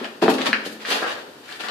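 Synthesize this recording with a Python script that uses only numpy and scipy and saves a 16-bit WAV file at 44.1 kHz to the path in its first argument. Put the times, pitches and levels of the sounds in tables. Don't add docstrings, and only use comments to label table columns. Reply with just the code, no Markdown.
import sys
import numpy as np
from scipy import signal
from scipy.fft import rfft, irfft
from scipy.io import wavfile

SR = 44100
rng = np.random.default_rng(int(sys.argv[2]) if len(sys.argv) > 2 else 0)


def level_to_linear(level):
    exponent = np.asarray(level, float) / 20
    return 10 ** exponent


def generate_wav(signal):
    frames = np.transpose(np.atleast_2d(signal))
    scaled = np.clip(frames, -1, 1) * 32767
    pcm = np.round(scaled).astype(np.int16)
    wavfile.write(sys.argv[1], SR, pcm)


N = 74970
LEAD = 8192


def curve(table, hz):
    table = np.array(table, float)
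    return np.interp(np.log(np.maximum(hz, 1)), np.log(np.maximum(table[:, 0], 1)), table[:, 1])


def unit(x):
    return x / np.sqrt(np.mean(x ** 2))


def octaves(x, centres):
    size = x.shape[-1]
    hz = np.fft.rfftfreq(size, 1 / SR)
    place = np.log2(np.maximum(hz, 1) / centres[0])
    place = np.clip(place, 0, len(centres) - 1)
    spectrum = rfft(x)
    return [irfft(spectrum * np.maximum(1 - abs(place - k), 0), size) for k in range(len(centres))]


def causal(gain_db):
    cepstrum = irfft(gain_db * np.log(10) / 20, N)
    cepstrum[..., 1:N // 2] *= 2
    cepstrum[..., N // 2 + 1:] = 0
    return np.exp(rfft(cepstrum))


def pair(size):
    # f/Hz, coherence (0-1)
    likeness = [(60, 0.24), (150, 0.84), (300, 0.95), (640, 0.68), (1400, 0.011), (15000, 0.011)]
    alike = np.clip(curve(likeness, np.fft.rfftfreq(size, 1 / SR)), 0, 1)
    mid, side = rfft(rng.standard_normal((2, size)))
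    shared = mid * np.sqrt((1 + alike) / 2)
    opposed = side * np.sqrt((1 - alike) / 2) * np.array([[1], [-1]])
    return irfft(shared + opposed, size)


def air():
    # f/Hz, density/dB per Hz
    air_spectrum = [(25, -41), (100, -16), (215, -10), (390, -5), (700, -12.5), (1700, -16), (4500, -20),
                    (13900, -29)]
    colour = level_to_linear(curve(air_spectrum, np.fft.rfftfreq(N, 1 / SR)))
    return level_to_linear(-46.5) * unit(irfft(rfft(pair(N)) * colour, N))


def energy(x):
    return x / np.sqrt(np.sum(x ** 2) / 2)


def tunnel():
    # f/Hz, t60/s
    tail_t60 = [(150, 1), (500, 0.99), (1500, 0.53), (4000, 0.63), (10000, 0.46)]
    # f/Hz, level/dB, t60/s
    cross_modes = [(171.5, -3, 0.49), (218.7, 4.5, 0.99), (247, -12, 0.92), (333.6, -6.5, 0.36),
                   (448, 0, 0.25), (498, 3.5, 0.15), (674, -5, 0.27), (772, 9.5, 0.16)]
    # t/s, spread/s, level/dB
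    late_slaps = [
        (0.0136, 0.0008, -12.5),
        (0.032, 0.0048, -17),
    ]
    wall_gap_s, build_up_s, near_t60_s = 0.00095, 0.0023, 0.13
    echo_db, near_db, modes_db = -3, -0.5, -55.5
    size = 32768
    age = np.arange(size) / SR
    onset = np.clip(age / wall_gap_s - 1, 0, 1)

    centres = 125 * 2. ** np.arange(8)
    bands = octaves(pair(size), centres)
    tail = sum(band * level_to_linear(-60 * age / curve(tail_t60, hz)) for hz, band in zip(centres, bands))

    near = pair(size) * level_to_linear(-60 * age / near_t60_s) * (1 - np.exp(-age / build_up_s))
    echoes = level_to_linear(echo_db) * energy(tail) + level_to_linear(near_db) * energy(near)

    slap_shape = 0
    for s, spread, db in late_slaps:
        slap_shape = slap_shape + level_to_linear(db) * np.exp(-((age - s) / spread) ** 2) / np.sqrt(spread * SR)
    slaps = pair(size) * slap_shape

    modes = sum(level_to_linear(db - 60 * age / t60) * np.sin(2 * np.pi * hz * age) for hz, db, t60 in cross_modes)
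    response = onset * echoes + slaps + level_to_linear(modes_db) * modes
    response[:, 0] += 1
    return response


def swell(t, s, rise, fall):
    return np.exp(-np.where(t < s, ((t - s) / rise) ** 2, (t - s) / fall))


def grains(size, per_s, scatter_db):
    chance = rng.random((size, 2))
    clicks = (chance[:, 0] < per_s / SR) * level_to_linear(-scatter_db * np.log(chance[:, 1] + 1e-9))
    return clicks * rng.standard_normal((2, size))


def scuffs(t):
    # t/s of the peak, rise/s, fall/s, level/dB, brightness/dB per octave
    drag_table = [(-.03, 0.0057, 0.05, -35.5, -2), (0.046, 0.012, 0.013, -35.5, -2),
                  (0.224, 0.0053, 0.026, -23, -1.5), (0.303, 0.011, 0.0067, -29.5, 4),
                  (0.341, 0.0047, 0.0048, -35.5, 4.5), (0.387, 0.0072, 0.0082, -28.5, -1.5),
                  (0.417, 0.014, 0.02, -29, -1.5), (0.472, 0.017, 0.0056, -22, -0.5),
                  (0.662, 0.017, 0.016, -36.5, 3), (0.729, 0.023, 0.012, -55.5, 8.5),
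                  (0.822, 0.019, 0.018, -39, -0.5), (0.854, 0.007, 0.029, -35.5, -3),
                  (0.919, 0.036, 0.034, -26, 2), (0.973, 0.043, 0.027, -33.5, -2.5),
                  (1.031, 0.024, 0.018, -38, 0.5), (1.074, 0.011, 0.033, -32, -1.6),
                  (1.118, 0.022, 0.011, -37.5, -1.1), (1.191, 0.043, 0.027, -44.5, -0.5),
                  (1.485, 0.0061, 0.025, -47.5, 0.5), (1.456, 0.024, 0.047, -49.5, 1.5),
                  (1.523, 0.029, 0.029, -42.5, 0.5), (1.56, 0.0092, 0.01, -50.5, 4.5),
                  (1.605, 0.0091, 0.013, -34, -0.3), (1.652, 0.024, 0.047, -38, 0.4),
                  (1.695, 0.0057, .03, -34.5, -4.3)]
    # f/Hz, density/dB per Hz
    grit_spectrum = [(88, -43), (150, -43), (453, -2), (766, -2.5), (894, -2.5), (2860, -1), (11600, -20.5),
                     (14300, -28), (15500, -78)]
    size = len(t)
    colour = level_to_linear(curve(grit_spectrum, np.fft.rfftfreq(size, 1 / SR)))
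    clicks = grains(size, per_s=9000, scatter_db=2)
    grit = unit(irfft(rfft(clicks) * colour, size))
    drags = [(swell(t, s, rise, fall), db, tilt) for s, rise, fall, db, tilt in drag_table]
    centres = 250 * 2. ** np.arange(7)
    out = 0
    for hz, band in zip(centres, octaves(grit, centres)):
        out = out + band * sum(drag * level_to_linear(db + tilt * np.log2(hz / 2000)) for drag, db, tilt in drags)
    return out


def crunches(t):
    # t/s of the peak, rise/s, fall/s, level/dB
    crunch_table = [
        (.925, 0.031, 0.017, -40),
        (1.029, 0.0089, 0.014, -25.5),
        (1.047, 0.011, 0.0071, -36.5),
        (1.074, 0.014, 0.0051, -35.5),
        (1.101, 0.0086, 0.018, -62),
        (1.174, 0.0069, 0.024, -51),
        (1.515, 0.011, 0.06, -64.5),
        (1.642, 0.0037, 0.041, -36.5),
        (1.69, 0.018, 0.027, -44),
    ]
    dull = signal.butter(3, [422, 2000], "band", fs=SR, output="sos")
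    clicks = grains(len(t), per_s=1500, scatter_db=2.5)
    gravel = unit(signal.sosfilt(dull, clicks))
    return gravel * sum(level_to_linear(db) * swell(t, s, rise, fall) for s, rise, fall, db in crunch_table)


def stones(t):
    # t/s, level/dB, f/Hz, ring (t60)/ms
    knocks = [(.0452, -6.5, 2190, 2.28), (0.055, -28, 1850, 2.6), (0.264, -12, 3000, 1.3),
              (.217, -18, 2000, 2.5), (.226, -18, 3440, 1.9), (0.2803, -2, 1700, 3), (.2875, -8, 3240, 1.3),
              (0.341, -9.5, 3850, 1.55), (0.385, -17, 2200, 7.4), (0.4112, -2.5, 2290, 1.3),
              (.4175, -7, 2810, 2.95), (0.4665, -4, 2950, 2.2), (.5301, 1, 1750, 5.4),
              (.5303, -1, 2317, 3.2), (0.5435, -28, 1900, 3.5), (0.6586, -15, 3260, 2.9),
              (0.6615, -18, 4170, 2.35), (0.8048, -17, 1890, 1.9), (0.8506, -15, 1990, 6.6),
              (0.857, -13.5, 2500, 4), (0.915, -7, 2920, 2.2), (0.922, -5, 2860, 2.8),
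              (0.925, -16, 2290, 2), (1.482, -39, 1750, 5.4), (1.4905, -26, 1770, 7.5),
              (1.506, -41, 1750, 5.5), (1.515, -32, 1690, 13), (1.525, -25, 3600, 4.7),
              (1.538, -32, 1790, 12), (1.548, -30, 1850, 11), (1.557, -34, 1830, 11), (1.602, -21, 2700, 3),
              (1.609, -20, 4150, 3.2), (1.6377, -19, 1530, 4.6), (1.686, -8, 3250, 1.85),
              (1.696, -37, 1950, 3)]
    # multiple of f, level/dB
    overtones = [(1.22, -1.5), (2.3, -10.5)]
    rise_cycles = 1.35
    out = 0
    for s, db, hz, ms in knocks:
        age = np.maximum(t - s, 0)
        tone = np.sin(2 * np.pi * hz * age)
        for multiple, part_db in overtones:
            tone = tone + level_to_linear(part_db) * np.sin(2 * np.pi * hz * multiple * age)
        rise = np.sin(np.pi / 2 * np.minimum(age * hz / rise_cycles, 1)) ** 2
        decay = level_to_linear(db - 60 * age * 1000 / ms)
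        out = out + decay * tone * rise
    return out


def ring(x, hz, width_hz):
    return signal.lfilter(*signal.iirpeak(hz, hz / width_hz, SR), x)


def thuds(t):
    # t/s, level/dB, contact (half a cycle)/ms
    blows = [(-.06, -17.5, 0.67), (.014, -27.5, 1.45), (0.218, -41, 0.26), (0.2221, -17, 1.27),
             (0.2261, -8, 0.71), (.237, -13, 1.4), (.245, -16, 0.81), (0.26, -16.5, 0.81),
             (0.2813, -6.5, 0.59), (.282, -15, 1.78), (0.2853, -20, 1.82), (0.2902, -21, 0.75),
             (0.2991, -23, 0.82), (0.304, -25, 0.44), (.315, -24, 2.6), (0.381, -34, 1), (0.389, -29, 2),
             (.485, -26.5, 2.1), (0.663, -27.5, 1.1), (.672, -34, 2.2), (.886, -32, 1.5), (.912, -26, 0.88),
             (0.922, -20.5, 0.84), (.97, -28.5, 1.02), (1.019, -24, 0.46), (1.025, -23.5, 0.88),
             (1.031, -23.5, 0.42), (1.042, -37, 0.42), (1.064, -19, 0.38), (1.092, -27.5, 0.4),
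             (1.119, -52.5, 2.4), (1.137, -40, 6.5), (1.601, -32.5, 0.64), (1.611, -36, .7),
             (1.637, -42, 2)]
    push = 0
    for s, db, ms in blows:
        cycle = np.clip((t - s) * 500 / ms, 0, 1)
        push = push + level_to_linear(db) * np.sin(2 * np.pi * cycle)
    return push + level_to_linear(-1) * ring(push, hz=250, width_hz=424)


def scene():
    places_s = [
        .21,
        .375,
        .525,
        .8,
        1.005,
        1.44,
    ]
    # f/Hz, left minus right/dB
    left_lean = [(100, 0), (300, 2), (600, 0.7), (1300, 4), (2500, 3), (5000, 2), (8000, 0), (13000, 3.5)]
    # f/Hz, gain/dB
    mic_response = [(900, 1), (1450, 3), (1780, 5), (2100, -2), (2600, 0.5), (4800, 2.5), (5400, -2),
                    (14300, -1.5)]
    # f/Hz, gain/dB
    bass_response = [(30, -50), (70, -25), (120, -18), (160, -11.5), (200, -7), (240, -0.5), (300, 0)]
    port_lag_s = .00003

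    t = (np.arange(N + LEAD) - LEAD) / SR
    steps = thuds(t) + stones(t) + scuffs(t) + crunches(t)
    place = np.searchsorted(places_s, t)
    heard = 0
    for k in range(len(places_s) + 1):
        echoed = signal.fftconvolve(steps * (place == k), tunnel(), axes=1)
        heard = heard + echoed[:, LEAD:LEAD + N]

    hz = np.fft.rfftfreq(N, 1 / SR)
    side = np.array([[.5], [-.5]])
    lag = np.exp(2j * np.pi * hz * port_lag_s * side)
    ports = causal(curve(left_lean, hz) * side + curve(mic_response, hz)) * lag
    sound = rfft(heard) * causal(curve(bass_response, hz)) + rfft(air())
    return irfft(sound * ports, N)


def roll_off(x):
    return signal.sosfilt(signal.butter(12, 15760, fs=SR, output="sos"), x)


def record(dry):
    low_pass = signal.ellip(8, .2, 70, 14650, fs=SR, output="sos")
    cut = signal.sosfilt(low_pass, dry)
    return roll_off(np.clip(cut, -1, 1))


dry = scene()
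out = record(dry)
generate_wav(out)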